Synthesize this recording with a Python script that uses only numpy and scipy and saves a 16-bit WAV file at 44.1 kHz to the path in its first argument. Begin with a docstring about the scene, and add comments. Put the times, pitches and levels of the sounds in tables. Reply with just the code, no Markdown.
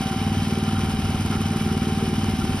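"""Outdoors, a single-cylinder four-stroke petrol engine runs at a nearly steady speed.
Firings and strong afterbeats sound the exhaust and the pipe booms; fan and machine tones follow the speed.
Noise bursts in each cycle make gas spit, valve clatter and a tappet tick; struck modes make loose tin rattle.
Shaped noise gives cooling air, rasp and rumble; pairs of low tones make bursts of drone.
The left and right channels differ in phase and level by frequency."""
import sys
import numpy as np
from scipy import signal
from scipy.fft import rfft, irfft
from scipy.io import wavfile

SR = 44100
rng = np.random.default_rng(int(sys.argv[2]) if len(sys.argv) > 2 else 0)


def int16_out(signal):
    """Quantize to a 16-bit WAV file."""
    q = np.round(np.clip(np.atleast_2d(signal).T, -1, 1) * 32767)
    wavfile.write(sys.argv[1], SR, q.astype(np.int16))


N = 114660
TIME = np.arange(N) / SR
FREQ = np.maximum(np.arange(N // 2 + 1) * SR / N, 1)  # Hz, kept above zero for logarithms


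def from_db(db):
    """Decibels to gain."""
    return 10 ** (np.asarray(db) / 20)


def in_time(rows):
    """A curve over seconds, read at every sample."""
    return np.interp(TIME, *np.transpose(rows))


def at_hz(points, hz):
    """A spectrum interpolated on a log-frequency axis."""
    f, value = np.transpose(points)
    return np.interp(np.log(hz), np.log(f), value)


def drift(corner_hz):
    """Low-passed noise with spread 1."""
    slow = irfft(rfft(rng.standard_normal(N)) / (1 + (FREQ / corner_hz) ** 2), N)
    return slow / slow.std()


# Correlation of the noise in the two channels. Each row: frequency in Hz, likeness 0-1.
CHANNEL_LIKENESS = [(30, .92), (70, .94), (200, .96), (400, .98), (700, .93), (1100, .85), (1800, .94),
                    (2600, .62), (3200, .72), (4400, .68), (5200, .86), (6000, .8), (7300, .96),
                    (9000, .82), (10400, .96), (12000, .75), (13400, .96), (15500, .7)]


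def noise(db_per_hz, envelope=1):
    """Noise under an envelope, then coloured; a shared part makes the two channels partly alike."""
    shared, left, right = rfft(rng.standard_normal((3, N)) * envelope)
    alike = np.clip(at_hz(CHANNEL_LIKENESS, FREQ), 0, 1)
    separate = np.array([left, right])
    both = np.sqrt(alike) * shared + np.sqrt(1 - alike) * separate
    unit_density = np.sqrt(SR / 2)
    return irfft(both * from_db(db_per_hz) * unit_density, N)


def clicks(times, db):
    """One single-sample click at each time."""
    out = np.zeros(N)
    inside = (times >= 0) & (times < (N - 1) / SR)
    np.add.at(out, (times[inside] * SR).astype(int), from_db(db[inside]))
    return out


CONTACT_SPREAD_DB, CONTACT_JITTER_S = 1.3, .0004


def bursts(times, decay_s):
    """An envelope that jumps near each time, by a random strength, and decays exponentially."""
    late, strength = rng.standard_normal((len(times), 2)).T
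    hits = clicks(times + CONTACT_JITTER_S * late, CONTACT_SPREAD_DB * strength)
    return signal.lfilter([1], [1, -np.exp(-1 / (decay_s * SR))], hits + 1e-18)


PUFF_SHARPNESS = 0.78  # 0 = swells as slowly as it dies, 1 = abrupt


def causal(db):
    """Impulse response with this spectrum: a quick swell, a longer ring; phase set via the cepstrum."""
    cepstrum = irfft(np.log(from_db(db)), N)
    fold = 1 + PUFF_SHARPNESS * np.sign(np.fft.fftfreq(N))
    return irfft(np.exp(rfft(cepstrum * fold)), N)


# Muffler response. Each row: multiple of the firing rate, level in dB.
MUFFLER_SPECTRUM = [(1, -77), (2, -55.5), (3, -58), (4, -36.5), (5, -36.5), (6, -40), (7, -38.5), (8, -32),
                    (9, -35.5), (10, -43.5), (11, -28.5), (12, -34), (13, -34), (14, -46.5), (16, -46.5),
                    (17, -52), (19, -52.5), (20, -59.5), (23, -54.5), (25, -86.5), (60, -68.5), (200, -110)]
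# Strength of the firings. Each row: time in seconds, gain in dB.
FIRING_EFFORT = [(0, -0.5), (.17, -1), (.4, 0), (.9, -0.5), (1.1, -2), (1.3, -0.5), (1.45, -0.5),
                 (2.05, 0.5), (2.6, -1)]
FIRING_JITTER_S, FIRING_SPREAD_DB = 0.000087, .7
AFTERBEAT_S, AFTERBEAT_JITTER_S, AFTERBEAT_DB = 0.01538, .002, -18.5  # dB before the random surge


def exhaust(firings):
    """Each firing, plus a later gas surge of random size and sign, excites the muffler response."""
    rate = 1 / np.diff(firings).mean()
    late, strength, surge, lag = rng.standard_normal((len(firings), 4)).T
    puffs = clicks(firings + FIRING_JITTER_S * late, FIRING_SPREAD_DB * strength)
    surge_times = firings + AFTERBEAT_S + AFTERBEAT_JITTER_S * lag
    afterbeats = clicks(surge_times, np.full(len(firings), AFTERBEAT_DB))
    afterbeats = afterbeats * np.interp(TIME, firings + AFTERBEAT_S, surge)
    drive = (puffs + afterbeats) * from_db(in_time(FIRING_EFFORT))
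    muffler = causal(at_hz(MUFFLER_SPECTRUM, FREQ / rate)) * SR / rate / np.sqrt(2)
    # The swell before each click needs the response centred.
    return -signal.fftconvolve(drive, np.fft.fftshift(muffler))[N // 2:N // 2 + N]


# Strong exhaust afterbeats. Each row: centre in seconds, peak level in dB.
STRONG_AFTERBEATS = [(0.388, -22), (.801, -27), (0.855, -22), (0.958, -26), (1.06, -20), (1.114, -18),
                     (1.216, -20), (1.269, -30), (1.374, -18), (1.477, -23), (1.528, -32)]
STRONG_AFTERBEAT_HZ, STRONG_AFTERBEAT_SIGMA_S = 97, 0.0057


def strong_afterbeats():
    """Strong exhaust afterbeats: a low, inverted Gaussian pulse about 15 ms after some firings."""
    out = 0
    for s, db in STRONG_AFTERBEATS:
        envelope = from_db(db) * np.exp(-.5 * ((TIME - s) / STRONG_AFTERBEAT_SIGMA_S) ** 2)
        out = out - envelope * np.cos(2 * np.pi * STRONG_AFTERBEAT_HZ * (TIME - s))
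    return out


# Pipe boom before flicker. Each row: time in seconds, RMS level in dB.
BOOM_LEVEL = [(0, -35), (.1, -48), (.2, -31), (.3, -28.5), (.38, -27.5), (.46, -31.5), (.62, -33),
              (.78, -25.5), (1.0, -31), (1.14, -30), (1.22, -31), (1.45, -29), (1.6, -30.5), (2.0, -29.5),
              (2.6, -30.5)]
BOOM_LAG_S, BOOM_FLICKER_DB, BOOM_FLICKER_HZ = 0.0012, 1.66, 9.2


def boom(cycle, rate):
    """The exhaust pipe sounds on between firings: a flickering tone at five times the firing rate."""
    level_db = in_time(BOOM_LEVEL) + BOOM_FLICKER_DB * drift(BOOM_FLICKER_HZ)
    angle = 2 * np.pi * 5 * (cycle - BOOM_LAG_S * rate)
    return np.sqrt(2) * from_db(level_db) * np.cos(angle)


# Fan and machine tones that follow engine speed; 62.4 is not a crank multiple, and order 40 fits
# a 20-blade fan at two turns a cycle. Each entry: ratio to the firing rate.
TONE_ORDERS = [35, 40, 42, 43, 54, 62.4, 80, 110, 120, 152, 160, 199]
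# Base levels of those tones, in the same order. Each entry: RMS level in dB before modulation.
TONE_DB = [-64, -41, -50, -67, -57, -54, -56.5, -57, -56, -52.5, -54, -58.5]
# Gain common to those tones. Each row: time in seconds, gain in dB.
WHINE_GAIN = [(0, 4.5), (.1, 3), (.28, 3.5), (.4, -3), (.47, -6), (.56, 0), (1.0, 0), (1.14, 3),
              (1.19, 2.5), (1.23, -9), (1.29, 5), (1.42, -1), (1.52, 0.5), (1.8, 1), (2.12, 0.5),
              (2.5, 1.5), (2.6, -5)]
WHINE_FLICKER_DB, WHINE_FLICKER_HZ = 1.46, 6.1
WHINE_WANDER_RAD, WHINE_WANDER_HZ = .45, 11
CRANK_WOBBLE_CYCLES, CRANK_WOBBLE_HZ = .0012, 14.4
TURN_RIPPLE_DB, TURN_RIPPLE_AT_CYCLE = -0.5, 0.16  # once a turn; negative = a dip at this place
BEAT_ORDER, BEAT_DB, BEAT_DB_PER_HZ = 41, -51, 38  # beats with order 40; level follows firing rate


def whine(cycle, rate):
    """Fan and machine tones follow the slightly uneven engine speed, flickering in level and phase."""
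    angle = 2 * np.pi * (cycle + CRANK_WOBBLE_CYCLES * drift(CRANK_WOBBLE_HZ))
    ripple_db = TURN_RIPPLE_DB * np.cos(2 * (angle - 2 * np.pi * TURN_RIPPLE_AT_CYCLE))
    gain_db = in_time(WHINE_GAIN)
    tones = [(order, db + gain_db) for order, db in zip(TONE_ORDERS, TONE_DB)]
    tones.append((BEAT_ORDER, BEAT_DB + BEAT_DB_PER_HZ * (rate - rate.mean())))
    out = 0
    for order, db in tones:
        level = from_db(db + ripple_db + WHINE_FLICKER_DB * drift(WHINE_FLICKER_HZ))
        wander = WHINE_WANDER_RAD * drift(WHINE_WANDER_HZ)
        out = out + level * np.sin(order * angle + wander + 2 * np.pi * rng.random())
    return np.sqrt(2) * out


# Resonances of cowl and tins. Each row: frequency in Hz, width at half lift in Hz, lift in dB.
COWL_RESONANCES = [(780, 29, -7.5), (1377, 66, 7), (2210, 23, -1.5), (2320, 21, 6.5), (3000, 71, 8),
                   (3060, 67, 1), (3820, 48, 4.5), (5120, 560, 1.5), (6090, 260, 16.5)]


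def cowl_db():
    """Spectral lift from sheet metal resonating in the path of the sound."""
    return sum(lift_db / (1 + (2 * (FREQ - hz) / width) ** 2)
               for hz, width, lift_db in COWL_RESONANCES)


# Events in each cycle. Each row: delay after the firing in seconds, decay time constant in seconds,
# spit gain in dB, clatter gain in dB.
CYCLE_CONTACTS = [(.0085, .006, -2, -9), (.0112, .002, -5, 4), (.019, .002, -20, -3), (.0255, .003, -5, -4),
                  (.033, .005, -14, -1.5), (.0465, .003, -10, -4)]
# Gas spit colour. Each row: frequency in Hz, density in dB per Hz at unit envelope.
SPIT_COLOUR = [(2000, -98), (5000, -83), (8000, -76.5), (10500, -77.5), (15000, -91)]
# Valve clatter colour before cowl lift. Each row: frequency in Hz, density in dB per Hz at unit envelope.
CLATTER_COLOUR = [(400, -62), (550, -66), (1000, -65), (1500, -74), (2500, -90), (4500, -78.5),
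                  (6500, -92.5), (12000, -142)]
# Tappet tick colour. Each row: frequency in Hz, density in dB per Hz at unit envelope.
TICK_COLOUR = [(2500, -75), (4200, -84), (5600, -66), (7000, -123), (10000, -72), (14000, -100)]
TICK_DELAY_S, TICK_DECAY_S = .0275, .001


def valves(firings):
    """Gas spit, valve clatter and a tappet tick: decaying noise bursts near set delays after firing."""
    spit = clatter = 0
    for delay_s, decay_s, spit_db, clatter_db in CYCLE_CONTACTS:
        burst = bursts(firings + delay_s, decay_s)
        spit = spit + from_db(spit_db) * burst
        clatter = clatter + from_db(clatter_db) * burst
    tick = bursts(firings + TICK_DELAY_S, TICK_DECAY_S)
    out = noise(at_hz(SPIT_COLOUR, FREQ), spit)
    out = out + noise(at_hz(CLATTER_COLOUR, FREQ) + cowl_db(), clatter)
    return out + noise(at_hz(TICK_COLOUR, FREQ), tick)


# Modes of the loose sheet metal. 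Each row: frequency in Hz, t60 in seconds, level in dB before gains.
SHEET_MODES = [(2320, .05, -53.5), (2960, .06, -47), (3100, .08, -43.5), (3230, .04, -49.5),
               (3850, .08, -53.5)]
# Taps in each cycle. Each row: delay after the firing in seconds, gain in dB.
SHEET_TAPS = [(.0095, -3), (.0245, -5), (.0315, 0)]
# Rattle strength before the fixed gain. Each row: time in seconds, gain in dB.
RATTLE_GAIN = [(0, 0), (.2, -1), (.4, 5.5), (.55, 2.5), (.75, 0), (1.0, 2), (1.3, -11), (1.6, 0.5),
               (1.95, -2.5), (2.35, -1), (2.6, -4)]
TAP_SPREAD_DB, TAP_JITTER_S, RATTLE_FIXED_GAIN_DB = 3.5, .0006, 3.5


def ring(firings):
    """Loose sheet metal chatters: taps excite decaying resonators, each mode at a random strength."""
    taps = [(s + delay_s, db) for s in firings for delay_s, db in SHEET_TAPS]
    times, tap_db = np.transpose(taps)
    times = times + TAP_JITTER_S * rng.standard_normal(len(times))
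    out = 0
    for hz, t60_s, db in SHEET_MODES:
        radius, w = from_db(-60 / (t60_s * SR)), 2 * np.pi * hz / SR
        hits = clicks(times, db + tap_db + TAP_SPREAD_DB * rng.standard_normal(len(times)))
        poles = [1, -2 * radius * np.cos(w), radius * radius]
        out = out + signal.lfilter([0, np.sin(w)], poles, hits + 1e-18)
    return out * from_db(RATTLE_FIXED_GAIN_DB + in_time(RATTLE_GAIN))


# Cowl air before lift and flutter. Each row: frequency in Hz, density in dB per Hz.
RUSH_COLOUR = [(300, -77), (520, -76), (700, -69.5), (950, -70), (1450, -73), (1650, -73), (1950, -75.5),
               (2600, -72.5), (3300, -75), (4200, -80), (5500, -78), (6700, -105.5), (9000, -115)]
# Fine air hiss before flutter. Each row: frequency in Hz, density in dB per Hz.
HISS_COLOUR = [(4500, -100), (6500, -85.5), (8000, -83), (10000, -83.5), (12000, -89), (14000, -94),
               (15500, -102)]
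RUSH_FLUTTER_DB, RUSH_FLUTTER_HZ = 1.17, 30


def rush():
    """Cooling air: noise through the cowl resonances plus fine hiss, under one random flutter."""
    flutter = from_db(RUSH_FLUTTER_DB * drift(RUSH_FLUTTER_HZ))
    through_cowl = noise(at_hz(RUSH_COLOUR, FREQ) + cowl_db(), flutter)
    return through_cowl + noise(at_hz(HISS_COLOUR, FREQ), flutter)


# Rasp swells. Each row: centre in seconds, half-length at half amplitude in seconds, gain in dB.
RASP_SWELLS = [(0.137, 0.021, -2.5), (0.685, 0.022, -2), (0.777, 0.028, 0), (0.87, 0.016, -2),
               (1.348, 0.031, 2.5), (1.545, 0.022, -4), (1.69, 0.023, -0.5), (1.839, 0.019, 0),
               (2.012, 0.028, -3.5), (2.42, 0.01, -4.5)]
# Rasp colour. Each row: frequency in Hz, density in dB per Hz at unit envelope.
RASP_COLOUR = [(800, -89), (1150, -67), (1380, -61), (1550, -74.5), (2000, -81.5), (3000, -100)]
RASP_PULSE_DB, RASP_PULSE_AT_CYCLE = 1.5, 0.31


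def rasp(cycle):
    """Brief swells of mid-range noise, throbbing once a crank turn."""
    throb = from_db(RASP_PULSE_DB * np.cos(4 * np.pi * (cycle - RASP_PULSE_AT_CYCLE)))
    swells = sum(from_db(db) / (1 + ((TIME - s) / length_s) ** 4) for s, length_s, db in RASP_SWELLS)
    return noise(at_hz(RASP_COLOUR, FREQ), throb * swells)


# Low drone. Each row: centre in seconds, lower tone's peak in dB before BURST_GAIN_DB, frequency in Hz.
DRONE_EVENTS = [(0.128, -27, 360), (0.212, -33.5, 368), (0.357, -30.5, 345), (0.504, -27.5, 373),
                (0.583, -24.5, 377.6), (0.644, -28, 381), (0.731, -32.5, 352), (0.809, -30.5, 358),
                (0.871, -31, 370.5), (0.961, -34, 344), (1.083, -32, 371), (1.247, -39, 338),
                (1.329, -26.5, 353), (1.388, -28, 345), (1.553, -26, 359), (1.684, -27.5, 357),
                (1.744, -27, 378.6), (1.889, -25.5, 365.5), (2.03, -25, 388), (2.122, -27.5, 367),
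                (2.297, -28, 371.6), (2.435, -28.5, 359), (2.503, -29, 371.5)]
BURST_SIGMA_S, BURST_GAIN_DB = 0.025, -5.5
PARTNER_RATIO, PARTNER_DB = 1.175, -5  # weaker upper tone, relative to the lower


def drone():
    """Bursts of drone: two low tones swell and fade together under a Gaussian envelope."""
    out = 0
    phases = 2 * np.pi * rng.random((len(DRONE_EVENTS), 2))
    for (s, db, hz), phase in zip(DRONE_EVENTS, phases):
        angle = 2 * np.pi * hz * (TIME - s)
        partner = from_db(PARTNER_DB) * np.sin(PARTNER_RATIO * angle + phase[1])
        envelope = np.exp(-.5 * ((TIME - s) / BURST_SIGMA_S) ** 2)
        out = out + from_db(db + BURST_GAIN_DB) * envelope * (np.sin(angle + phase[0]) + partner)
    return out


# Rumble colour before gain. Each row: frequency in Hz, density in dB per Hz.
RUMBLE_COLOUR = [(18, -100), (30, -76), (42, -57), (62, -55), (95, -56.5), (130, -62), (240, -61),
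                 (310, -61.5), (440, -67), (510, -96), (1000, -100)]
# Rumble strength. Each row: time in seconds, gain in dB.
RUMBLE_GAIN = [(0, 1.5), (.12, -3), (.38, 1.5), (.6, -4), (.9, 2.5), (1.22, 1.5), (1.5, 0.5), (1.7, 0.5),
               (1.9, 1.5), (2.3, 2.5), (2.6, 4.5)]


def rumble():
    """Low rumble: shaped noise with an uneven level."""
    return noise(at_hz(RUMBLE_COLOUR, FREQ), from_db(in_time(RUMBLE_GAIN)))


# Engine speed. Each row: time in seconds, firings per second.
FIRING_RATE = [(0.0, 19.259), (0.15, 19.211), (0.4, 19.53), (0.62, 19.267), (0.9, 19.364), (1.18, 19.118),
               (1.47, 19.444), (1.75, 19.298), (1.95, 19.297), (2.13, 19.4), (2.35, 19.135), (2.6, 19.399)]
FIRST_FIRING_S = .0068


def scene():
    """The integrated firing rate gives the engine cycle, which times firings, boom, whine and contacts."""
    rate = in_time(FIRING_RATE)
    cycle = np.cumsum(rate) / SR - FIRST_FIRING_S * rate[0]
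    firings = np.interp(np.arange(round(cycle[-1])), cycle, TIME)
    engine = exhaust(firings) + strong_afterbeats() + boom(cycle, rate)
    engine = engine + whine(cycle, rate) + valves(firings) + ring(firings)
    return engine + rush() + rasp(cycle) + drone() + rumble()


# Phase between the channels. Each row: frequency in Hz, left lead in radians.
CHANNEL_LEAD = [(600, 0), (780, .25), (1050, -.85), (1400, -.1), (2100, 0), (2800, 1.6), (3800, .75),
                (4400, 1.4), (5100, .25), (6000, 1.7), (6600, 2.9), (8000, 3.4), (9700, 6), (11400, 6.5),
                (12700, 9.2), (14400, 9.6), (16000, 12)]
# Level between the channels. Each row: frequency in Hz, left minus right in dB.
CHANNEL_BALANCE = [(300, 0), (600, .3), (790, 1.8), (1000, 2.8), (1280, -3), (1600, 0), (2300, -1.5),
                   (2700, -3.5), (3050, 1.3), (3800, 1), (4300, -2.5), (5200, 0)]
CUTOFF_HZ = 15400


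def record(dry):
    """Left and right channels differ in phase and level by frequency; a steep low-pass cuts the top."""
    lead_rad = np.interp(FREQ, *np.transpose(CHANNEL_LEAD))
    side = np.array([[.5], [-.5]])  # half the difference to each channel
    gain = from_db(side * at_hz(CHANNEL_BALANCE, FREQ))
    channels = irfft(rfft(dry) * np.exp(1j * side * lead_rad) * gain, N)
    low_pass = signal.ellip(10, .1, 90, CUTOFF_HZ, fs=SR, output="sos")
    return signal.sosfilt(low_pass, channels)


dry = scene()
out = record(dry)
int16_out(out)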